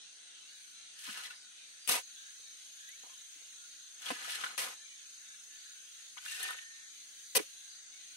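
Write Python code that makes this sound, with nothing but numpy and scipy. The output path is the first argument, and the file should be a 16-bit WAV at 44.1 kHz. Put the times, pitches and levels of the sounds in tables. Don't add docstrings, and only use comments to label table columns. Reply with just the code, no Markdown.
import sys
import numpy as np
from scipy import signal
from scipy.fft import rfft, irfft, dct, next_fast_len
from scipy.io import wavfile
from scipy.ndimage import uniform_filter1d

SR = 44100
rng = np.random.default_rng(int(sys.argv[2]) if len(sys.argv) > 2 else 0)


def convert_level_to_amplitude(level_db):
    exponent = np.asarray(level_db, float) / 20
    return 10 ** exponent


def wrap_up_sound(samples):
    columns = np.atleast_2d(samples).T
    tamed = np.clip(columns, -1, 1)
    steps = np.round(tamed * 32767).astype(np.int16)
    wavfile.write(sys.argv[1], SR, steps)


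N = 359856

# (pitch [Hz], pulse rate [1/s], left over right [dB], right port ahead [rad],
# then per scene (start [s], beat offset [beats], level [dB]))
CRICKETS = [(6280, 27.2, 5, 3.1, [(0, -.5, -66), (1.875, -.45, -62), (4.576, .1, -62.5),
            (7.347, .02, -61.5)]), (6690, 26.25, -4.5, 2.0, [(0, .33, -80), (1.875, .53, -63),
            (4.576, .33, -63.5), (7.347, .1, -64)])]
# (frequency [Hz], density [dB per Hz])
AIR_TONE = [(30, -16.5), (65, -44), (120, -24.5), (290, -21), (1150, -22), (1450, -9), (2200, -10),
            (3500, -3.5), (3950, -1), (5400, -12), (6150, 0.5), (6750, -0.5), (7300, -13.5), (8500, -4),
            (11900, -21.5), (12600, -19), (13300, -22.5), (14800, -25), (15700, -22)]
# (frequency [Hz], share [0-1])
AIR_SAME = [(100, 0.88), (1000, 0.043), (1600, 0.018), (3000, 0.048)]
# (time [s], level [dB])
BREEZE = [(0, -3), (.35, -2.5), (.65, 1), (.9, -2.5), (1.6, -1), (2.1, 0.5), (2.9, 1.5), (3.7, 0.5),
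          (4.8, -0.5), (5.3, 1), (6.1, 1), (6.9, 0), (7.3, 2), (7.6, 1.5), (7.9, -0.5), (8.16, 1)]
# (frequency [Hz], follow [dB per dB])
BREEZE_SHARE = [(800, -0.45), (2000, 0.24), (4000, 0), (9000, 0.32), (11500, 2.5)]
# (time [s], length [s], start pitch [Hz], end pitch [Hz], level [dB])
BIRDS = [(2.759, 0.17, 1640, 1640, -66.5), (2.86, 0.11, 1750, 2500, -65), (3.087, 0.06, 1047, 1060, -76),
         (.34, .04, 2880, 2870, -67), (.4, .16, 2560, 3000, -70), (.47, .06, 4440, 4430, -66),
         (.72, .1, 4020, 4050, -68), (4.825, 0.17, 2370, 2330, -66), (4.885, .05, 2900, 2920, -66),
         (4.78, .07, 1720, 1780, -69), (5.276, 0.087, 1600, 1710, -66.5), (5.486, 0.11, 1730, 1765, -71.5),
         (5.63, 0.11, 1646, 1680, -71), (5.742, 0.12, 1565, 1555, -70), (3.597, 0.089, 1420, 1440, -70),
         (2.151, 0.17, 1550, 1663, -63.5), (1.334, 0.11, 4860, 4920, -65.5), (1.78, 0.14, 4850, 4690, -64),
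         (7.21, 0.14, 4660, 4660, -69), (7.664, 0.16, 4660, 4650, -67), (7.68, .11, 5040, 5040, -70),
         (7.66, .14, 4290, 4270, -70), (7.27, .07, 3860, 3880, -69), (7.699, 0.14, 3900, 3880, -67),
         (7.91, 0.09, 2220, 2240, -74), (8.074, 0.07, 3150, 2980, -81)]

# (time [s], flow [dB], lumpiness [dB])
POURS = [
    [(0.93, -73, 7), (1.0, -50, -12), (1.085, -50.5, 4), (1.166, -55, 10), (1.18, -56.5, 12.5),
     (1.212, -56, 9), (1.264, -54.5, 9), (1.33, -65, 12), (1.42, -75, -5)],
    [(3.99, -64.5, 4), (4.07, -50.5, 13), (4.11, -49.5, 9), (4.166, -58.5, 14.5), (4.25, -50.5, 9),
     (4.33, -44.5, 1.5), (4.42, -56.5, 17), (4.46, -57.5, 17), (4.575, -67.5, 18)],
    [(6.19, -62, -5), (6.246, -50.5, -5), (6.305, -39, -16), (6.39, -49, 2), (6.43, -41.5, -1.5),
     (6.47, -51.5, 9), (6.51, -54, 11.5), (6.56, -58, 5), (6.66, -64, -2)],
]
# (time [s], force [dB], lumpiness [dB])
DIGS = [
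    [(1.8748, -35.5, -10), (1.894, -31.5, 10.5), (1.916, -29, -6), (1.955, -32, 5.5), (1.985, -41.5, 9),
     (2.04, -64, -8)],
    [(4.577, -34, 5), (4.585, -35, 8.5), (4.615, -36, 5), (4.737, -53.5, 12.5), (4.79, -74, -8)],
    [(7.349, -33, -1), (7.355, -26.5, -4), (7.370, -22.5, -14), (7.377, -30.5, 9), (7.384, -45, -3),
     (7.392, -43, 20), (7.408, -47, 4), (7.46, -55, -17)],
]
# (frequency [Hz], density [dB per Hz])
POUR_TONE = [(59, -84), (100, -36), (415, -22), (634, -22), (736, -22.5), (1150, -9), (1600, -3.5),
             (2000, -6.5), (2860, -5), (11200, -22), (16000, -33)]
DIG_TONE = [(59, -56.5), (100, -13), (535, 8), (608, 4), (818, 3), (970, 1.5), (1330, 0), (2420, -3),
            (7450, -5), (11400, 0), (16000, -2)]
# (level against the flow [dB], gain with lumpiness [dB per dB])
POUR_LAYERS = [
    (-20, 1.42),
    (-7, 0.5445),
    (-3, 0.53),
    (-1, 0.25),
]
DIG_LAYERS = [
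    (-16.5, -0.016),
    (-14, 0.91),
    (-1.5, 0.082),
    (-14.5, -0.75),
]
# (pitch [Hz], width [Hz],
# level [dB])
LOADED_BLADE = [(807, 120, -5), (1270, 8.2, -11), (1550, 8.3, -19), (1790, 21, -31), (2900, 360, -1.5),
                (3430, 570, -8), (4135, 23, 0), (5100, 38, -10)]
EMPTYING_BLADE = [(409, 20, -6), (755, 60, -1), (2450, 79, -10), (2620, 64, -9), (2770, 130, -7),
                  (3080, 13, -6), (3410, 41, -13), (3720, 26, -8), (4060, 22, -9), (3830, 27, -19)]
BURIED_BLADE = [(2610, 24, -3), (2700, 710, 13), (3700, 25, -3), (4220, 36, -16), (6330, 250, 16),
                (8430, 950, 20), (10000, 120, 15), (10000, 370, 14), (10300, 43, -7), (11700, 390, 19)]
# (time [s], pitch [Hz])
HOLLOW = [(1.0, 1750), (1.14, 1800), (1.21, 1430), (1.25, 1900), (1.31, 1500), (4.0, 1550), (4.16, 1690),
          (4.26, 1750), (4.36, 1690), (4.39, 1300), (4.43, 1330), (4.46, 1550), (4.51, 1350), (4.56, 1800),
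          (6.25, 1500), (6.32, 1800), (6.4, 1570), (6.44, 1760), (6.5, 1350), (6.56, 1490)]

# (time [s], level [dB], pitch [Hz])
CLACKS = [(1.042, -57, 1600), (1.061, -49, 1800), (1.089, -36.5, 1480), (1.0992, -43, 1700),
          (1.194, -49, 1500), (1.305, -48, 1600), (1.138, -50, 1900), (1.15, -48, 1500), (1.209, -55, 1700),
          (1.2216, -48, 1500), (1.227, -48, 1900), (1.277, -50, 1600), (1.336, -47, 1650),
          (4.1075, -40, 1020), (4.113, -35, 1800), (4.172, -48, 1500), (4.203, -48, 1700),
          (4.224, -40, 1730), (4.2965, -34, 2200), (4.398, -45, 1490), (4.443, -28, 1460),
          (4.674, -40, 1210), (6.2503, -47, 1410), (6.3218, -46, 1800), (6.4305, -50, 2710),
          (6.451, -35, 1450), (6.5443, -41, 1500), (6.5864, -38, 2700), (7.3588, -32.5, 1680),
          (7.3664, -29, 1890), (7.3885, -36, 2200), (7.3962, -46, 1000)]
# (time [s], level [dB], pitch [Hz], t60 [s])
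PINGS = [(1.1735, -39, 1520, .015), (1.1744, -41, 4400, .012), (1.045, -50, 2970, .06),
         (1.095, -50, 3000, .08), (1.1735, -44, 2850, .03), (1.25, -43, 3250, 0.066),
         (1.25, -47, 3880, 0.11), (1.252, -45, 2000, 0.066), (1.302, -46, 2700, 0.058),
         (1.307, -41.5, 1475, 0.039), (4.436, -35, 1350, .04), (4.462, -43, 1505, .06),
         (6.49, -43, 1305, 0.046), (6.505, -39, 1292, 0.049), (7.376, -38, 440, 0.035),
         (1.8995, -35, 4080, .05), (1.937, -30, 960, 0.043), (1.94, -32, 2480, 0.043),
         (1.953, -36.5, 670, 0.06), (1.958, -44, 2630, .05), (1.974, -35, 944, 0.042),
         (1.984, -41, 767, 0.034), (4.105, -39, 475, 0.065), (4.106, -40, 704, 0.076),
         (4.108, -42, 995, 0.047), (4.438, -36, 3190, 0.028), (4.505, -43, 1350, 0.055),
         (4.059, -38, 3290, .08), (4.33, -44, 1740, .06), (4.385, -48, 1303, 0.16),
         (6.279, -46.5, 2765, 0.44), (6.302, -45, 2770, .2), (6.346, -45, 2760, .12),
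         (6.399, -62, 745, 0.39), (6.399, -56, 406, 0.18), (6.402, -46.5, 4235, 0.18),
         (6.424, -50, 2900, .08), (6.181, -49.5, 1490, 0.069), (6.318, -42.5, 1812, .2),
         (6.354, -49, 3580, .05), (6.352, -49, 1830, 0.14), (6.432, -39, 1810, 0.19),
         (6.485, -42.5, 1812, 0.17), (7.353, -37, 545, 0.16), (7.357, -36.5, 960, 0.055),
         (7.372, -27.5, 418, 0.074), (7.398, -39, 420, 0.065), (7.362, -38, 533, 0.042),
         (7.42, -62, 547, .07)]
# (time [s], peak [dB], pitch [Hz], hardness [dB])
KNOCKS = [(1.064, -39, 2990, -8), (1.095, -42, 2960, -6), (1.175, -45, 2770, -7), (1.193, -48, 1460, -17),
          (1.255, -46, 2040, -20), (1.3055, -42, 1530, -25), (1.8754, -31.5, 2610, 5),
          (1.89, -27.5, 2740, 8), (1.937, -33, 1940, -15), (2.8897, -47.5, 3020, 3), (4.06, -38, 3240, -14),
          (4.106, -31.5, 990, -7), (4.285, -44, 1470, 2), (4.355, -40, 1740, 1), (4.4376, -28, 1440, -22),
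          (4.463, -31, 1460, -32), (4.507, -41, 1260, -29), (4.5798, -32, 2570, -4),
          (4.5894, -38, 2580, -4), (6.1735, -40, 2140, -12), (6.2605, -35, 1530, -9),
          (6.315, -42, 2770, -4), (6.402, -34.5, 1550, -18), (6.4295, -38.5, 1780, 9),
          (6.488, -32, 1350, -37), (6.506, -32.5, 1350, -4.5), (6.5303, -37, 1820, -11),
          (6.589, -42.5, 1790, -16), (7.358, -38, 3070, 4), (7.3677, -46, 3100, 10)]
# (time [s], peak [dB], pitch
# [Hz], t60 [s])
THUDS = [(1.078, -53.5, 1020, 0.19), (1.087, -48, 220, 0.047), (1.111, -61, 227, .08),
         (1.1745, -51, 1070, 0.1), (2.398, -74, 470, 0.1), (3.033, -70, 1050, 0.08),
         (3.037, -56.5, 940, 0.16), (3.065, -64, 660, 0.18), (3.095, -65, 1030, 0.26),
         (3.358, -69, 295, 0.14), (3.414, -71, 466, 0.11), (4.1052, -34, 282, 0.068),
         (4.279, -50, 710, 0.14), (4.437, -60, 1120, 0.11), (6.171, -46, 1060, 0.057),
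         (6.1803, -40.5, 3160, 0.047), (6.183, -49, 1500, 0.061), (6.399, -75, 750, 0.16),
         (6.399, -66, 403, 0.19), (6.547, -57.5, 497, 0.053), (6.5, -44, 980, 0.067),
         (7.355, -39, 328, 0.041), (7.359, -45, 555, 0.036), (7.365, -34, 540, 0.034),
         (7.374, -36, 420, 0.027), (7.394, -46, 420, 0.044), (7.399, -35, 364, 0.063),
         (7.425, -64, 480, 0.06)]
# (time [s], level [dB], pitch [Hz],
# t60 [s])
STONES = [(1.174, -36, 2800, .012), (1.1742, -42, 8000, .016), (1.8913, -25, 5000, .02),
          (1.8945, -23, 10500, .014), (1.8952, -23, 3200, .012), (3.035, -63, 340, .1),
          (4.1045, -31, 850, .03), (4.1047, -33, 2600, .02), (4.1055, -40, 330, .04), (4.105, -55, 100, .1),
          (1.088, -56, 130, .1), (1.079, -56, 300, .06), (7.358, -63, 80, .12), (4.4368, -32, 1500, .012),
          (4.4642, -36, 1600, .008), (4.5052, -44, 1300, .01), (7.354, -30, 11800, .04),
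          (7.3672, -24, 11500, .03), (7.3688, -24, 8400, .025), (7.36, -52, 160, .1)]
# (time [s], level [dB])
RING_STRIKES = [
    (6.302, -62),
    (6.421, -48.5),
]
# (pitch [Hz], level [dB], t60 [s])
FREE_BLADE = [(1669, -8, 1.8), (1813.6, 0, 2.0), (1837.9, -1, 2.0), (2794, -8, .3), (3908, -12, .4)]

# (frequency [Hz], share [0-1])
NEAR_SAME = [(100, .95), (900, .84), (2200, .68), (4500, .45), (9000, .3)]
# (frequency [Hz], left over right [dB])
LEFT_DB = [(200, 2.5), (3000, 1), (6000, 1), (12000, 2.5)]
# (frequency [Hz], level [dB])
MICROPHONE = [(6500, -1.5), (7300, -4.5), (8300, 3.5), (9500, 0.5), (11800, 3), (12900, -5.5), (14600, -4),
              (15600, 1.5)]
# (frequency [Hz], level [dB])
GATE = [(200, -84), (1200, -85), (1500, -65.5), (4000, -48.5), (5300, -63.5), (6300, -61), (7300, -55),
        (8500, -68.5), (10000, -58.5), (11300, -69.5), (12100, -75), (12400, -58.5), (13500, -59),
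        (13900, -62.5), (14900, -64), (15300, -60.5)]


def evened(x):
    return x / np.sqrt(np.mean(x ** 2) + 1e-20)


def read(points, hz):
    f, value = np.transpose(points)
    return np.interp(np.log(hz + 1), np.log(f + 1), value)


def add(mix, s, sound):
    part = mix[:, round(s * SR):][:, :sound.shape[-1]]
    part += sound[..., :part.shape[1]]


def crickets():
    t, out = np.arange(N) / SR, np.zeros((2, N))
    for hz, per_s, pan_db, ahead, scenes in CRICKETS:
        start, offset, db = np.transpose(scenes)
        now = np.searchsorted(start, t, "right") - 1
        beat = per_s * t + offset[now] + 1.5
        phase, detune, strength, early = rng.standard_normal((300, 4))[beat.astype(int)].T
        place = beat % 1 - .5 + 0.014 * early
        stroke_shape = np.exp(-(place / .15) ** 2)
        echo_shape = .35 * np.exp(-((place - .3) / .12) ** 2)
        bend = (13 * detune - 30 * place) * place / per_s
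        tone = np.sin(2 * np.pi * (hz * t + bend + phase) + [[0], [ahead]])
        pan = convert_level_to_amplitude([[pan_db / 2], [-pan_db / 2]])
        out += convert_level_to_amplitude(db[now] + 0.35 * strength + 10) * (stroke_shape + echo_shape) * tone * pan
    return out


def air():
    hop, size = 256, 1024
    frames, hz = N // hop + 5, np.fft.rfftfreq(size, 1 / SR)
    a, b, c, d, patches, streaks = rng.standard_normal((frames, 513, 6)).T
    patches = evened(uniform_filter1d(uniform_filter1d(patches, 14, 0), 22, 1))
    streaks = evened(uniform_filter1d(uniform_filter1d(streaks, 2, 0), 16, 1))
    streaky = ((hz > 1300) & (hz < 5600))[:, None]
    breeze_db = np.interp(np.arange(frames) * hop / SR, *np.transpose(BREEZE))

    same = np.clip(read(AIR_SAME, hz), 0, 1)[:, None]
    left = a + 1j * b
    right = same * left + np.sqrt(1 - same ** 2) * (c + 1j * d)
    level_db = read(AIR_TONE, hz)[:, None] + np.outer(read(BREEZE_SHARE, hz), breeze_db)
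    level_db = level_db + 1.15 * patches + (1.2 + 1.7 * streaky) * streaks
    z = np.array([left, right]) * convert_level_to_amplitude(level_db)

    first_cut_s, chorus_hz, chorus_width_hz, chorus_db = 1.875, 6600, 500, -3
    chorus = chorus_db * np.exp(-((hz - chorus_hz) / chorus_width_hz) ** 2)
    z[..., :round(first_cut_s * SR / hop)] *= convert_level_to_amplitude(chorus)[:, None]
    return convert_level_to_amplitude(-70) * signal.istft(z, nperseg=size, noverlap=size - hop)[1][:, :N]


def birds():
    out = np.zeros((2, N))
    for s, length, start_hz, end_hz, db in BIRDS:
        count = round(length * SR)
        glide = np.linspace(start_hz, end_hz, count)
        glide += 13 * evened(uniform_filter1d(rng.standard_normal(count), 700))
        waver = convert_level_to_amplitude(4 * evened(uniform_filter1d(rng.standard_normal((2, count)), 500)))
        whistle = np.sin(2 * np.pi * np.cumsum(glide) / SR) * signal.windows.tukey(count, .5)
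        add(out, s, convert_level_to_amplitude(db + 5.5) * waver * whistle)
    return out


def resonate(x, hz, width):
    r = np.exp(-np.pi * width / SR)
    return 2 * signal.lfilter([1 - r], [1, -r * np.exp(2j * np.pi * hz / SR)], x).real


def sliding(x, hz, width):
    turn = np.exp(2j * np.pi * np.cumsum(hz) / SR)
    r = np.exp(-np.pi * width / SR)
    return 2 * (turn * signal.lfilter([1 - r], [1, -r], x / turn)).real


def grit(count, per_s, spread_db):
    size = convert_level_to_amplitude(spread_db * np.minimum(rng.exponential(1, count), 4))
    size = size * (rng.random(count) < per_s / SR)
    lumps = signal.lfilter([1], [1, -np.exp(-1 / (0.0005 * SR))], size ** 2)
    return evened(np.sqrt(lumps + 0.5 * lumps.mean()) * rng.standard_normal((3, count)))


def stroke(rows, shares, tone, blade, blade_db, per_s, spread_db, clump_db, hollow_db=-60):
    s, flow_db, lumps_db = np.transpose(rows)
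    t = np.arange(s[0], s[-1], 1 / SR)
    grains = grit(len(t), per_s, spread_db)
    ringing = sum(convert_level_to_amplitude(db) * evened(resonate(grains, hz, width)) for hz, width, db in blade)
    grains += convert_level_to_amplitude(blade_db) * evened(ringing)

    hz = np.fft.rfftfreq(len(t), 1 / SR)
    z = rfft(grains) * convert_level_to_amplitude(read(tone, hz))
    slopes = [1 / (1 + (hz / edge) ** 6) for edge in (900, 2300, 6500)]
    below = [0 * hz] + slopes + [1 + 0 * hz]
    layers = [evened(irfft(z * np.sqrt(abs(part)), len(t))) for part in np.diff(below, axis=0)]
    hollow = sliding(layers[1], np.interp(t, *np.transpose(HOLLOW)), width=230)
    layers[1] = evened(layers[1] + convert_level_to_amplitude(hollow_db) * evened(hollow))

    clumps = uniform_filter1d(rng.standard_normal((len(layers), len(t))), round(.012 * SR), axis=1)
    layers = [layer * convert_level_to_amplitude(clump_db * evened(clump)) for layer, clump in zip(layers, clumps)]

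    fade = np.clip(np.minimum((t - s[0]) / .001, (s[-1] - t) / .03), 0, 1)
    flow_db, lumps_db = np.interp(t, s, flow_db), np.interp(t, s, lumps_db)
    mixed = sum(convert_level_to_amplitude(flow_db + db + share * lumps_db) * layer
                for (db, share), layer in zip(shares, layers))
    return s[0], fade * mixed


def pebbles(rows):
    per_s, level_db, spread_db, per_lumps, cycles = 700, -8.5, 1.5, 0.68, 2.7
    s, flow_db, lumps_db = np.transpose(rows)
    t, ring = np.arange(s[0], s[-1], 1 / SR), np.arange(600) / SR
    chance, size, kind = rng.random((len(t), 3)).T
    hits = (chance < per_s / SR) * convert_level_to_amplitude(-spread_db * np.log(size + .03))
    pitches = np.geomspace(1350, 4750, 14)
    kind = (kind * len(pitches)).astype(int)
    stones = np.zeros(len(t))
    for k, hz in enumerate(pitches):
        one = ring * hz * np.sin(2 * np.pi * hz * ring) * np.exp(-ring * hz / cycles)
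        stones += signal.oaconvolve(hits * (kind == k), one)[:len(t)]
    level = convert_level_to_amplitude(np.interp(t, s, flow_db + per_lumps * lumps_db) + level_db)
    return s[0], level * evened(stones) * np.ones((3, 1))


def pours(out):
    blades = (LOADED_BLADE, LOADED_BLADE, EMPTYING_BLADE)
    for rows, blade, ring_db in zip(POURS, blades, (-12, -12, -6)):
        add(out, *stroke(rows, POUR_LAYERS, POUR_TONE, blade, ring_db,
                         per_s=2200, spread_db=3.6, clump_db=2.2, hollow_db=3))
        add(out, *pebbles(rows))


def blow(db, hz, t60, sharp, push=.6):
    count = 4000
    decay = convert_level_to_amplitude(-60 * np.arange(count) / SR / max(t60, .005))
    drive = decay * rng.standard_normal((3, count))
    drive[:, 0] += push * np.linalg.norm(decay)
    burst = resonate(resonate(drive, hz, hz / sharp), hz, hz / sharp)
    return convert_level_to_amplitude(db) * burst * np.sqrt((decay ** 2).sum() / (burst ** 2).sum(1, keepdims=True))


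def clacks(out):
    for s, db, hz in CLACKS:
        add(out, s, blow(db, hz, .009, sharp=2, push=1.6))


def ping(db, hz, t60):
    t = np.arange(0, t60, 1 / SR)
    level = convert_level_to_amplitude(db - 60 * t / t60) * np.minimum(t / .0021, 1)
    return level * np.sin(2 * np.pi * hz * t) * np.ones((3, 1))


def pings(out):
    for s, db, hz, t60 in PINGS:
        add(out, s, ping(db, hz, t60))


def knocks(out):
    t60 = .026
    for s, db, hz, hard_db in KNOCKS:
        tick_db = -2.5 + 0.12 * hard_db
        add(out, s + 0.00031, blow(db - 4, hz, t60, sharp=3.5, push=1.3))
        tick = blow(db + tick_db - 0.5, 3650, 0.41 * t60, sharp=9.5)
        crack = blow(db + hard_db - 6.5, 9900, 1.6 * t60, sharp=1.9)
        add(out, s + 0.00026, tick + crack)


def thuds(out):
    for s, db, hz, t60 in THUDS:
        add(out, s - .0011, blow(db, hz, t60, sharp=2.06, push=0.46))


def stones(out):
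    for s, db, hz, t60 in STONES:
        add(out, s, blow(db, hz, t60, sharp=1.1, push=.25 if hz > 4000 else 1.0))


def digs(out):
    for rows in DIGS:
        add(out, *stroke(rows, DIG_LAYERS, DIG_TONE, BURIED_BLADE, -8,
                         per_s=4000, spread_db=2.4, clump_db=1.4))


def spade():
    out = np.zeros((3, N))
    for source in (pours, clacks, pings, knocks, thuds, stones, digs):
        source(out)
    return out


def ports(rows):
    size = next_fast_len(N)
    hz, z = np.fft.rfftfreq(size, 1 / SR), rfft(rows, size)
    same = np.clip(read(NEAR_SAME, hz), 0, 1)
    tilt = convert_level_to_amplitude(read(LEFT_DB, hz) / 2)
    pair = np.sqrt(same) * z[0] + np.sqrt(1 - same) * z[1:]
    pair = pair * [tilt, 1 / tilt] * convert_level_to_amplitude(read(MICROPHONE, hz))
    bass_cut = signal.butter(2, 130, "high", fs=SR, output="sos")
    return signal.sosfilt(bass_cut, irfft(pair, size)[:, :N])


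def blade_ring():
    out, t = np.zeros((1, N)), np.arange(SR) / SR
    for s, strike_db in RING_STRIKES:
        for hz, db, t60 in FREE_BLADE:
            add(out, s, convert_level_to_amplitude(strike_db + db - 60 * t / t60) * np.sin(2 * np.pi * hz * t))
    hand = np.clip((6.93 - np.arange(N) / SR) / .06, 0, 1)
    return out * hand * convert_level_to_amplitude([[-1], [-1]])


def scene():
    around = crickets() + air() * convert_level_to_amplitude([[.3], [-.3]]) + birds()
    return around + ports(spade()) + blade_ring()


def thin(x):
    start, size, edge_hz = 58, 1024, 15760
    count, hz = N // size + 3, (np.arange(size) + .5) * SR / (2 * size)
    window = signal.windows.kaiser_bessel_derived(2 * size, 4 * np.pi)
    padded = np.pad(x, ((0, 0), (size - start, (count + 1) * size)))
    places = np.arange(2 * size) + size * np.arange(count)[:, None]
    a, b, c, d = np.split(window * padded[:, places], 4, axis=2)
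    folded = np.concatenate([-c[..., ::-1] - d, a - b[..., ::-1]], axis=2)
    z = dct(folded, type=4, norm="ortho")

    power = (z ** 2).mean(0)
    loud_db = 10 * np.log10(power.mean(1) + 1e-12)
    swell_db = 0.36 * np.clip(loud_db - np.median(loud_db), 0, 14)
    whim = evened(uniform_filter1d(rng.standard_normal((count, size // 32)), 3, 0))
    whim_db = np.where(hz > 10000, 4, 1.7) * np.repeat(whim, 32, axis=1)
    limit = convert_level_to_amplitude(read(GATE, hz) + swell_db[:, None] + whim_db) * np.where(hz < edge_hz, 1, convert_level_to_amplitude(40))
    kept = z * (power > limit ** 2)

    tail, head = np.split(dct(kept, type=4, norm="ortho"), 2, axis=2)
    rising = window[:size] * np.concatenate([head, -head[..., ::-1]], axis=2)
    falling = window[size:] * np.concatenate([tail[..., ::-1], tail], axis=2)
    out = np.zeros_like(padded)
    out[:, :count * size] += rising.reshape(2, -1)
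    out[:, size:(count + 1) * size] -= falling.reshape(2, -1)
    return out[:, size - start:][:, :N]


def band_limit(x):
    return signal.sosfilt(signal.butter(12, 16620, fs=SR, output="sos"), x)


def record(dry):
    lag = 178
    late = np.concatenate([dry[1, :lag][::-1], dry[1, :-lag]])
    mix = thin(np.array([dry[0], late]))
    return band_limit(mix)


dry = scene()
out = record(dry)
wrap_up_sound(out)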